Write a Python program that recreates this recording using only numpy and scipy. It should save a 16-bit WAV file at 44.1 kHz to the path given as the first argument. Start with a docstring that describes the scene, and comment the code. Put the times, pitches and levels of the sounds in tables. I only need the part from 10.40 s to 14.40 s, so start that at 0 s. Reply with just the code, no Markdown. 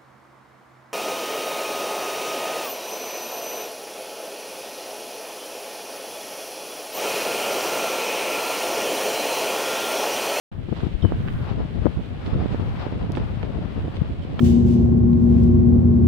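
"""A vehicle rolls slowly along a gravel road, heard out in the moving air.
After a moment of silence, wind rumbles and rushes over each microphone port, above the drone of the
running gear and the hiss of the tyres. Eddies start to pop; the tyres crunch and throw up fine sand.
A loose metal part pings at 0.6 s, then flicked stones click now and then. From 2.8 s bumps knock
the body, with a fainter ping and the hardest knock at the very end."""
import sys
import numpy as np
from scipy import signal
from scipy.fft import rfft, irfft, next_fast_len
from scipy.io import wavfile
from scipy.ndimage import map_coordinates

SR = 44100
rng = np.random.default_rng(int(sys.argv[2]) if len(sys.argv) > 2 else 0)


def pcm_store(signal):
    """Save signal as 16-bit PCM."""
    levels = np.round(np.clip(np.atleast_2d(signal), -1, 1) * 32767)
    wavfile.write(sys.argv[1], SR, levels.astype(np.int16).T)


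N = 176400

# how hard the tyres work the gravel (time [s], relative level [dB])
ROLLING = [(0.13, -61), (0.21, -58.5), (0.33, -52.5), (0.37, -49.5), (0.59, -52.5), (0.65, -51),
           (0.97, -52), (1.25, -53), (1.63, -52), (2.09, -52), (2.13, -51.5), (2.71, -54), (2.77, -54),
           (2.97, -53), (3.73, -53.5), (3.95, -53)]


def amp(db):
    """Decibels to gain."""
    return 10 ** (np.asarray(db) / 20)


def unit(x):
    """Each channel at rms 1."""
    return x / np.sqrt(np.mean(x ** 2, axis=-1, keepdims=True) + 1e-20)


def clock():
    """Time of each sample in seconds."""
    return np.arange(N) / SR


def curve(rows):
    """An envelope: (time, value) points joined by lines."""
    return np.interp(clock(), *np.transpose(rows))


def pan(db):
    """Left and right gains for a level difference; positive leans left."""
    return amp(np.array([[db], [-db]]) / 2)


def swells(rows):
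    """Bell-shaped stereo fades, one for each (time, level, half length, left-right) row."""
    return sum(pan(side_db) * amp(db) * np.exp(-((clock() - s) / half_s) ** 2 / 2)
               for s, db, half_s, side_db in rows)


def wobble(rate):
    """A smooth random curve, rate knots a second."""
    return map_coordinates(rng.standard_normal(2048), [clock() * rate], mode="mirror")


def filtered(x, response):
    """x through an EQ whose gain is a function of frequency."""
    size = next_fast_len(N + SR // 2)
    return irfft(rfft(x, size) * response(np.fft.rfftfreq(size, 1 / SR)), size)[..., :N]


def coloured(x, spectrum):
    """x through an EQ of (frequency, gain) points, at rms 1."""
    f, db = np.transpose(spectrum)
    return unit(filtered(x, lambda hz: amp(np.interp(np.log(hz + 1), np.log(f + 1), db))))


def noise():
    """Unrelated white noise on the two channels."""
    return rng.standard_normal((2, N))


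def grains(rate, spread_db):
    """Random impulses of uneven size on two channels, rate a second."""
    size = amp(spread_db * np.minimum(rng.exponential(size=(2, N)), 4))
    return unit((rng.random((2, N)) < rate / SR) * size * np.sign(noise()))


def eddy(t, width_ms, sharp=0.66, tip_ms=0.34, steep=2.1):
    """Pressure of a passing eddy: a peak between two troughs, with a pointed tip."""
    ms = t * 1000
    u = (ms / width_ms) ** 2
    cusp = np.exp(-steep * np.hypot(ms, tip_ms) / width_ms)
    trough = np.exp(-u / 2)
    pointed = cusp - trough * cusp.sum() / trough.sum()
    rounded = (1 - 4 * u) * np.exp(-2 * u)
    return sharp * pointed / pointed.max() + (1 - sharp) * rounded


def wind(rumble_db=4.0, flutter_db=4.0, small_db=-7, small_ms=1.39, large_db=-6, large_ms=2.85):
    """Each port has its own fluttering rumble and its own stream of small and large eddies."""
    # buffeting on each port (time [s], relative level [dB])
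    gusts_left = [(0.13, -35), (0.23, -38), (0.43, -26), (0.59, -31.5), (0.65, -31), (0.85, -32.5),
                  (1.21, -27.5), (1.27, -30), (1.47, -28.5), (1.53, -38), (1.87, -33.5), (1.95, -26),
                  (2.07, -33.5), (2.23, -30), (2.37, -35.5), (2.97, -27), (3.27, -31), (3.37, -28.5),
                  (3.49, -31.5), (3.63, -33), (3.95, -30)]
    gusts_right = [(0.13, -51), (0.43, -36), (0.57, -41), (0.73, -30.5), (0.99, -48.5), (1.21, -28),
                   (1.29, -45), (1.33, -37.5), (1.51, -40.5), (1.59, -26.5), (1.67, -63), (1.73, -36.5),
                   (1.83, -33), (1.99, -27.5), (2.37, -38), (2.77, -27.5), (2.93, -37), (3.23, -35.5),
                   (3.31, -35.5), (3.47, -32), (3.91, -34), (3.95, -33)]
    # bass-heavy tone of the rumble (frequency [Hz], gain [dB])
    rumble_eq = [(15, -38), (28, -14), (48, 3), (90, 3.5), (150, -1.5), (250, -8.5), (400, -19.5),
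                 (700, -22.5), (1500, -48), (4000, -78)]
    strength = amp([curve(gusts_left), curve(gusts_right)])
    flutter = amp(flutter_db * np.clip([wobble(28.094), wobble(28.024)], -2, 1.3))
    t = np.arange(-SR // 20, SR // 20) / SR
    air = amp(rumble_db) * unit(flutter * coloured(noise(), rumble_eq))
    for db, width_ms in [(small_db, small_ms), (large_db, large_ms)]:
        arrivals = grains(130, spread_db=1.0)
        stream = signal.fftconvolve(arrivals, eddy(t, width_ms)[None], "same", axes=1)
        air += amp(db) * unit(flutter * stream)
    return strength * air


def rush(left_db=2, right_db=-8, flutter_db=2.5, crossfeed=0.075):
    """Air streams over the microphone, mostly on its left side."""
    # rise and fall of the airflow (time [s], relative level [dB])
    airflow = [(0.13, -50), (0.22, -69), (0.43, -41.5), (0.57, -54), (0.74, -43.5), (0.82, -51.5),
               (0.97, -53), (1.05, -38.5), (1.2, -41), (1.35, -48), (1.45, -41), (1.67, -48.5), (1.9, -40),
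               (2.01, -38), (2.33, -40.5), (2.43, -36), (2.63, -42.5), (2.83, -39), (2.89, -42.5),
               (3.63, -43.5), (3.77, -48), (3.95, -44)]
    # its breathy midrange (frequency [Hz], gain [dB])
    rush_eq = [(150, 1), (400, 5.5), (800, 4.5), (1200, 0), (1800, -6.5), (3000, -12.5), (5000, -22.5),
               (9000, -58)]
    air = noise()
    flutter = np.clip(wobble(35), -2, 1)
    envelope = amp(curve(airflow) + flutter_db * flutter)
    return amp([[left_db], [right_db]]) * envelope * coloured(air + crossfeed * air[::-1], rush_eq)


def drone(level_db=-36, sway_db=4.5):
    """Low drone of the running gear, swelling with the rolling of the tyres."""
    # dark tone of the running gear (frequency [Hz], gain [dB])
    drone_eq = [(20, -8), (45, -15.5), (75, -4.5), (96, 2), (120, -3), (200, -9.5), (400, -26),
                (800, -33.5), (1600, -32.5), (4000, -65.5)]
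    rolling_db = curve(ROLLING) - curve(ROLLING).mean()
    return amp(level_db + rolling_db + sway_db * wobble(5.82)) * coloured(noise(), drone_eq)


def tyres(gain_db=2, pan_db=-3.0, grain_db=-3, flicker_db=0.83, crossfeed=0.0165):
    """Countless small stones grind under the tyres and blur into a hiss."""
    # tone of fine gravel (frequency [Hz], gain [dB])
    gravel_eq = [(200, -1.5), (700, -1), (1400, -0.5), (2200, 2), (3200, 1.5), (4200, -6), (5000, -12.5),
                 (6000, -19.5), (8500, -22), (10000, -27.5), (15500, -33.5)]
    grit = noise() + amp(grain_db) * grains(900, spread_db=4.0)
    grit = grit + crossfeed * grit[::-1]
    envelope = amp(gain_db + curve(ROLLING) + flicker_db * wobble(30.24))
    return pan(pan_db) * envelope * coloured(grit, gravel_eq)


def pops(tip_share=0.17, sharp=1.0, steep=1.4, wake_db=-17.5, wake_half_s=0.0059):
    """Big eddies thump one port in a wake of churned air; the narrower the eddy, the harder its tip."""
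    # the strongest eddies (time [s], peak [dB], width [ms], port [0 left, 1 right])
    big_eddies = [(0.189, -19, 3.8, 0), (0.2874, -14, 1.8, 0), (0.293, -16.5, 1.5, 0), (0.321, -14, 4.6, 0),
                  (.327, -7, 1.58, 0), (0.3328, -16.5, 1.9, 0), (0.4343, -6.5, 2.9, 0),
                  (0.4423, -10.5, 5.8, 0), (0.4691, -10.5, 2.15, 0), (0.552, -11, 9.4, 0),
                  (.632, -8.5, 4.8, 0), (0.638, -14.5, 2.6, 0), (0.6442, -4, 2.7, 0), (0.6503, -9, 0.87, 0),
                  (0.6551, -3.5, 4.1, 0), (.722, -6, 1.02, 1), (0.807, -15, 2.4, 1), (1.1157, -10, 2.6, 0),
                  (1.174, -20, 5.1, 1), (1.205, -13.5, 1.25, 1), (1.423, -9.5, 5.3, 0),
                  (1.4575, 0.5, 1.74, 0), (1.464, -8.5, 2.3, 0), (1.4678, -2, 0.94, 0),
                  (1.573, -7.5, 4.2, 1), (1.5928, -16, 1.8, 1), (1.8782, -10, 2.15, 1), (1.934, -8, 6, 1),
                  (1.958, -6, 4.3, 0), (1.9648, -7.5, 3.6, 1), (2.003, -12.5, 2.2, 1),
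                  (2.0592, -9, 1.42, 1), (2.1465, -10, 1.2, 1), (2.1981, -12.5, 1.6, 1),
                  (2.4671, -10, 1.54, 1), (2.525, -15.5, 1.5, 1), (2.669, -14.5, 2.7, 1),
                  (2.6959, -12, 2.8, 1), (2.703, -14, 1.5, 1), (2.7757, -10.5, 1.43, 1),
                  (2.974, -13, 3.3, 0), (3.452, -13, 1.8, 1), (3.482, -14, 1.9, 1), (3.6199, -4.5, 3.3, 0),
                  (3.852, -17, 1.9, 0)]
    # tone of the churned air (frequency [Hz], gain [dB])
    churn_eq = [(30, -7), (90, 1), (200, 3.5), (450, -5), (800, -20), (1500, -28.5), (4000, -74)]
    out = np.zeros((2, N))
    t = np.arange(-SR // 10, SR // 10) / SR
    churn = coloured(noise(), churn_eq)
    for s, db, width_ms, port in big_eddies:
        start = round(s * SR) - len(t) // 2
        span = slice(start, start + len(t))
        wake = amp(wake_db) * churn[port, span] * np.exp(-(t / wake_half_s) ** 2 / 2)
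        out[port, span] += amp(db) * (eddy(t, width_ms, sharp, tip_share * width_ms, steep) + wake)
    return out


def crunches():
    """The tyres bite into looser gravel: short, dense clusters of stone contacts."""
    # each bite (time [s], level [dB], half length [s], left-right [dB])
    bites = [(0.369, -42.5, 0.011, -6), (0.4, -42, 0.012, -6), (0.884, -45, 0.011, -7),
             (1.1, -43.5, 0.013, -9.5), (1.865, -43.5, 0.0091, -8), (2.125, -43.5, 0.0068, -12),
             (2.412, -37.5, 0.019, 0), (2.78, -42, 0.027, 3), (3.057, -49, 0.01, -11),
             (3.564, -44.5, 0.017, 6)]
    # mid-heavy tone of loose gravel (frequency [Hz], gain [dB])
    crunch_eq = [(300, 6), (900, 10.5), (2000, -1), (3500, -2), (5000, -10.5), (6300, -23), (8800, -33),
                 (11000, -45), (15500, -39)]
    return swells(bites) * coloured(grains(2500, spread_db=3.0), crunch_eq)


def sand():
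    """Fine sand thrown up by the tyres patters brightly around some of the crunches."""
    # each spray (time [s], level [dB], half length [s], left-right [dB])
    sprays = [(0.423, -70, 0.03, -2), (1.87, -62.5, 0.018, -4), (2.128, -66, 0.018, -3),
              (2.767, -58.5, 0.014, -7), (3.56, -63.5, 0.013, 2)]
    # bright tone of the sand (frequency [Hz], gain [dB])
    sand_eq = [(2000, -13), (3500, 1), (5000, 3), (7000, -3.5), (9000, -6), (11000, -18), (15500, -24)]
    return swells(sprays) * coloured(grains(3000, spread_db=2.5), sand_eq)


def pings(attack_s=0.001, rough=0.22, rough_rate=110):
    """Stones strike a loose metal part on the right; its rattling roughens each ringing mode."""
    # each strike (time [s], level [dB], left-right [dB])
    strikes = [(.622, -42, -14), (3.819, -53.5, -10)]
    # modes of the metal part (frequency [Hz], relative level [dB], t60 [s])
    metal_modes = [(3025, -2, 0.31), (3190, 3, 0.1), (3370, -5, 0.028), (3690, -2.5, 0.052),
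                   (5280, -15, 0.1), (7260, -28, 0.05), (8931, -29, 0.17)]
    out = np.zeros((2, N))
    for s, level_db, side_db in strikes:
        t = np.maximum(clock() - s, 0)
        ring = np.zeros(N)
        for hz, db, t60 in metal_modes:
            envelope = amp(db - 60 * t / t60) * (1 + rough * wobble(rough_rate))
            phase = 2 * np.pi * (hz * t + rng.random()) + rough * wobble(rough_rate)
            ring += envelope * np.sin(phase)
        out += amp(level_db) * pan(side_db) * ring * (1 - np.exp(-t / attack_s))
    return out


def stones(snap=6.4, snap_s=0.00026, width_oct=0.6, top_hz=4800, top_db=-11, grit_db=-17, grit_s=0.028):
    """Flicked stones click: a snap and a brief ring in a broad band round their pitch, then grit."""
    # stones the tyres flick (time [s], peak [dB], pitch [Hz], left-right [dB], t60 [s])
    flicks = [(0.878, -29, 1860, -8, 0.0092), (0.8846, -23, 1600, -3, 0.036),
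              (1.863, -29.5, 2600, -6, 0.0225), (2.7203, -34, 5600, 11.5, 0.0083),
              (2.753, -27.5, 2580, -9, 0.015), (2.772, -30.5, 2100, -10, 0.053),
              (3.03, -29, 2520, -10, 0.0076), (3.5684, -28, 2650, -2, 0.025)]
    out, t = np.zeros((2, N + SR)), np.arange(SR // 10) / SR
    f, half = np.fft.rfftfreq(len(t), 1 / SR) + 1, len(t) // 2
    shelf = amp(top_db) + 1 / (1 + (f / top_hz) ** 8)
    for s, db, hz, side_db, t60 in flicks:
        grit = rng.exponential(size=len(t) // 90 + 1).repeat(90)[:len(t)]  # a new level every 2 ms
        envelope = amp(-60 * t / t60) + snap * np.exp(-t / snap_s)
        envelope += amp(grit_db) * np.exp(-t / grit_s) * grit
        burst = rng.standard_normal((2, len(t))) * envelope
        band = shelf * np.exp(-(np.log2(f / hz) / width_oct) ** 2 / 2)
        click = irfft(rfft(np.roll(burst, half, axis=1)) * band)  # centred, so the band has room to ring
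        click /= abs(click).max(1, keepdims=True)
        out[:, round(s * SR) - half:][:, :len(t)] += amp(db) * pan(side_db) * click
    return out[:, :N]


def knocks(crack_s=0.0055, scatter_db=2.0):
    """Each bump rings the vehicle's body with a short crack; a soft contact dulls the high modes."""
    # each bump (time [s], peak [dB], left-right [dB], hardness as low-pass cutoff [Hz])
    bumps = [(2.7719, -20.5, -12, 1080), (2.779, -19, -8, 700), (3.03, -26, -20, 596),
             (3.9933, -13.5, -10, 2320)]
    # modes of the body (frequency [Hz], relative level [dB], t60 [s])
    body_modes = [(242, -5, 0.035), (557, -4, 0.014), (741, -12.5, 0.062), (896, -8.5, 0.075),
                  (1027, -11, 0.099), (1337, 3, 0.016), (1757, -5, 0.04), (2330, -5, 0.023),
                  (3220, 4, 0.012)]
    out, t = np.zeros((2, N + SR)), np.arange(SR // 5) / SR
    for s, db, side_db, cutoff_hz in bumps:
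        ring = np.zeros((2, len(t)))
        for hz, mode_db, t60 in body_modes:
            struck_db = mode_db + scatter_db * rng.standard_normal((2, 1))
            ring += amp(struck_db - 60 * t / t60) * np.sin(2 * np.pi * hz * t)
        crack = rng.standard_normal((2, len(t))) * np.exp(-t / crack_s)
        blow = signal.sosfilt(signal.butter(2, cutoff_hz, fs=SR, output="sos"), ring + crack)
        blow /= abs(blow).max(1, keepdims=True)
        out[:, round(s * SR):][:, :len(t)] += amp(db) * pan(side_db) * blow
    return out[:, :N]


def scene():
    """A bed of wind and rolling, with pops, gravel and hits on top."""
    bed = wind() + rush() + drone() + tyres()
    return bed + pops() + crunches() + sand() + pings() + stones() + knocks()


def record(dry, onset_s=0.115, fade_s=0.002, ceiling=0.92, top_hz=15750):
    """The microphone opens after a moment of silence, rounds off the peaks and cuts the top treble."""
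    opened = dry * np.clip((clock() - onset_s) / fade_s, 0, 1)
    rounded = opened / (1 + (opened / ceiling) ** 8) ** (1 / 8)
    return filtered(rounded, lambda hz: hz < top_hz)


dry = scene()
out = record(dry)
pcm_store(out)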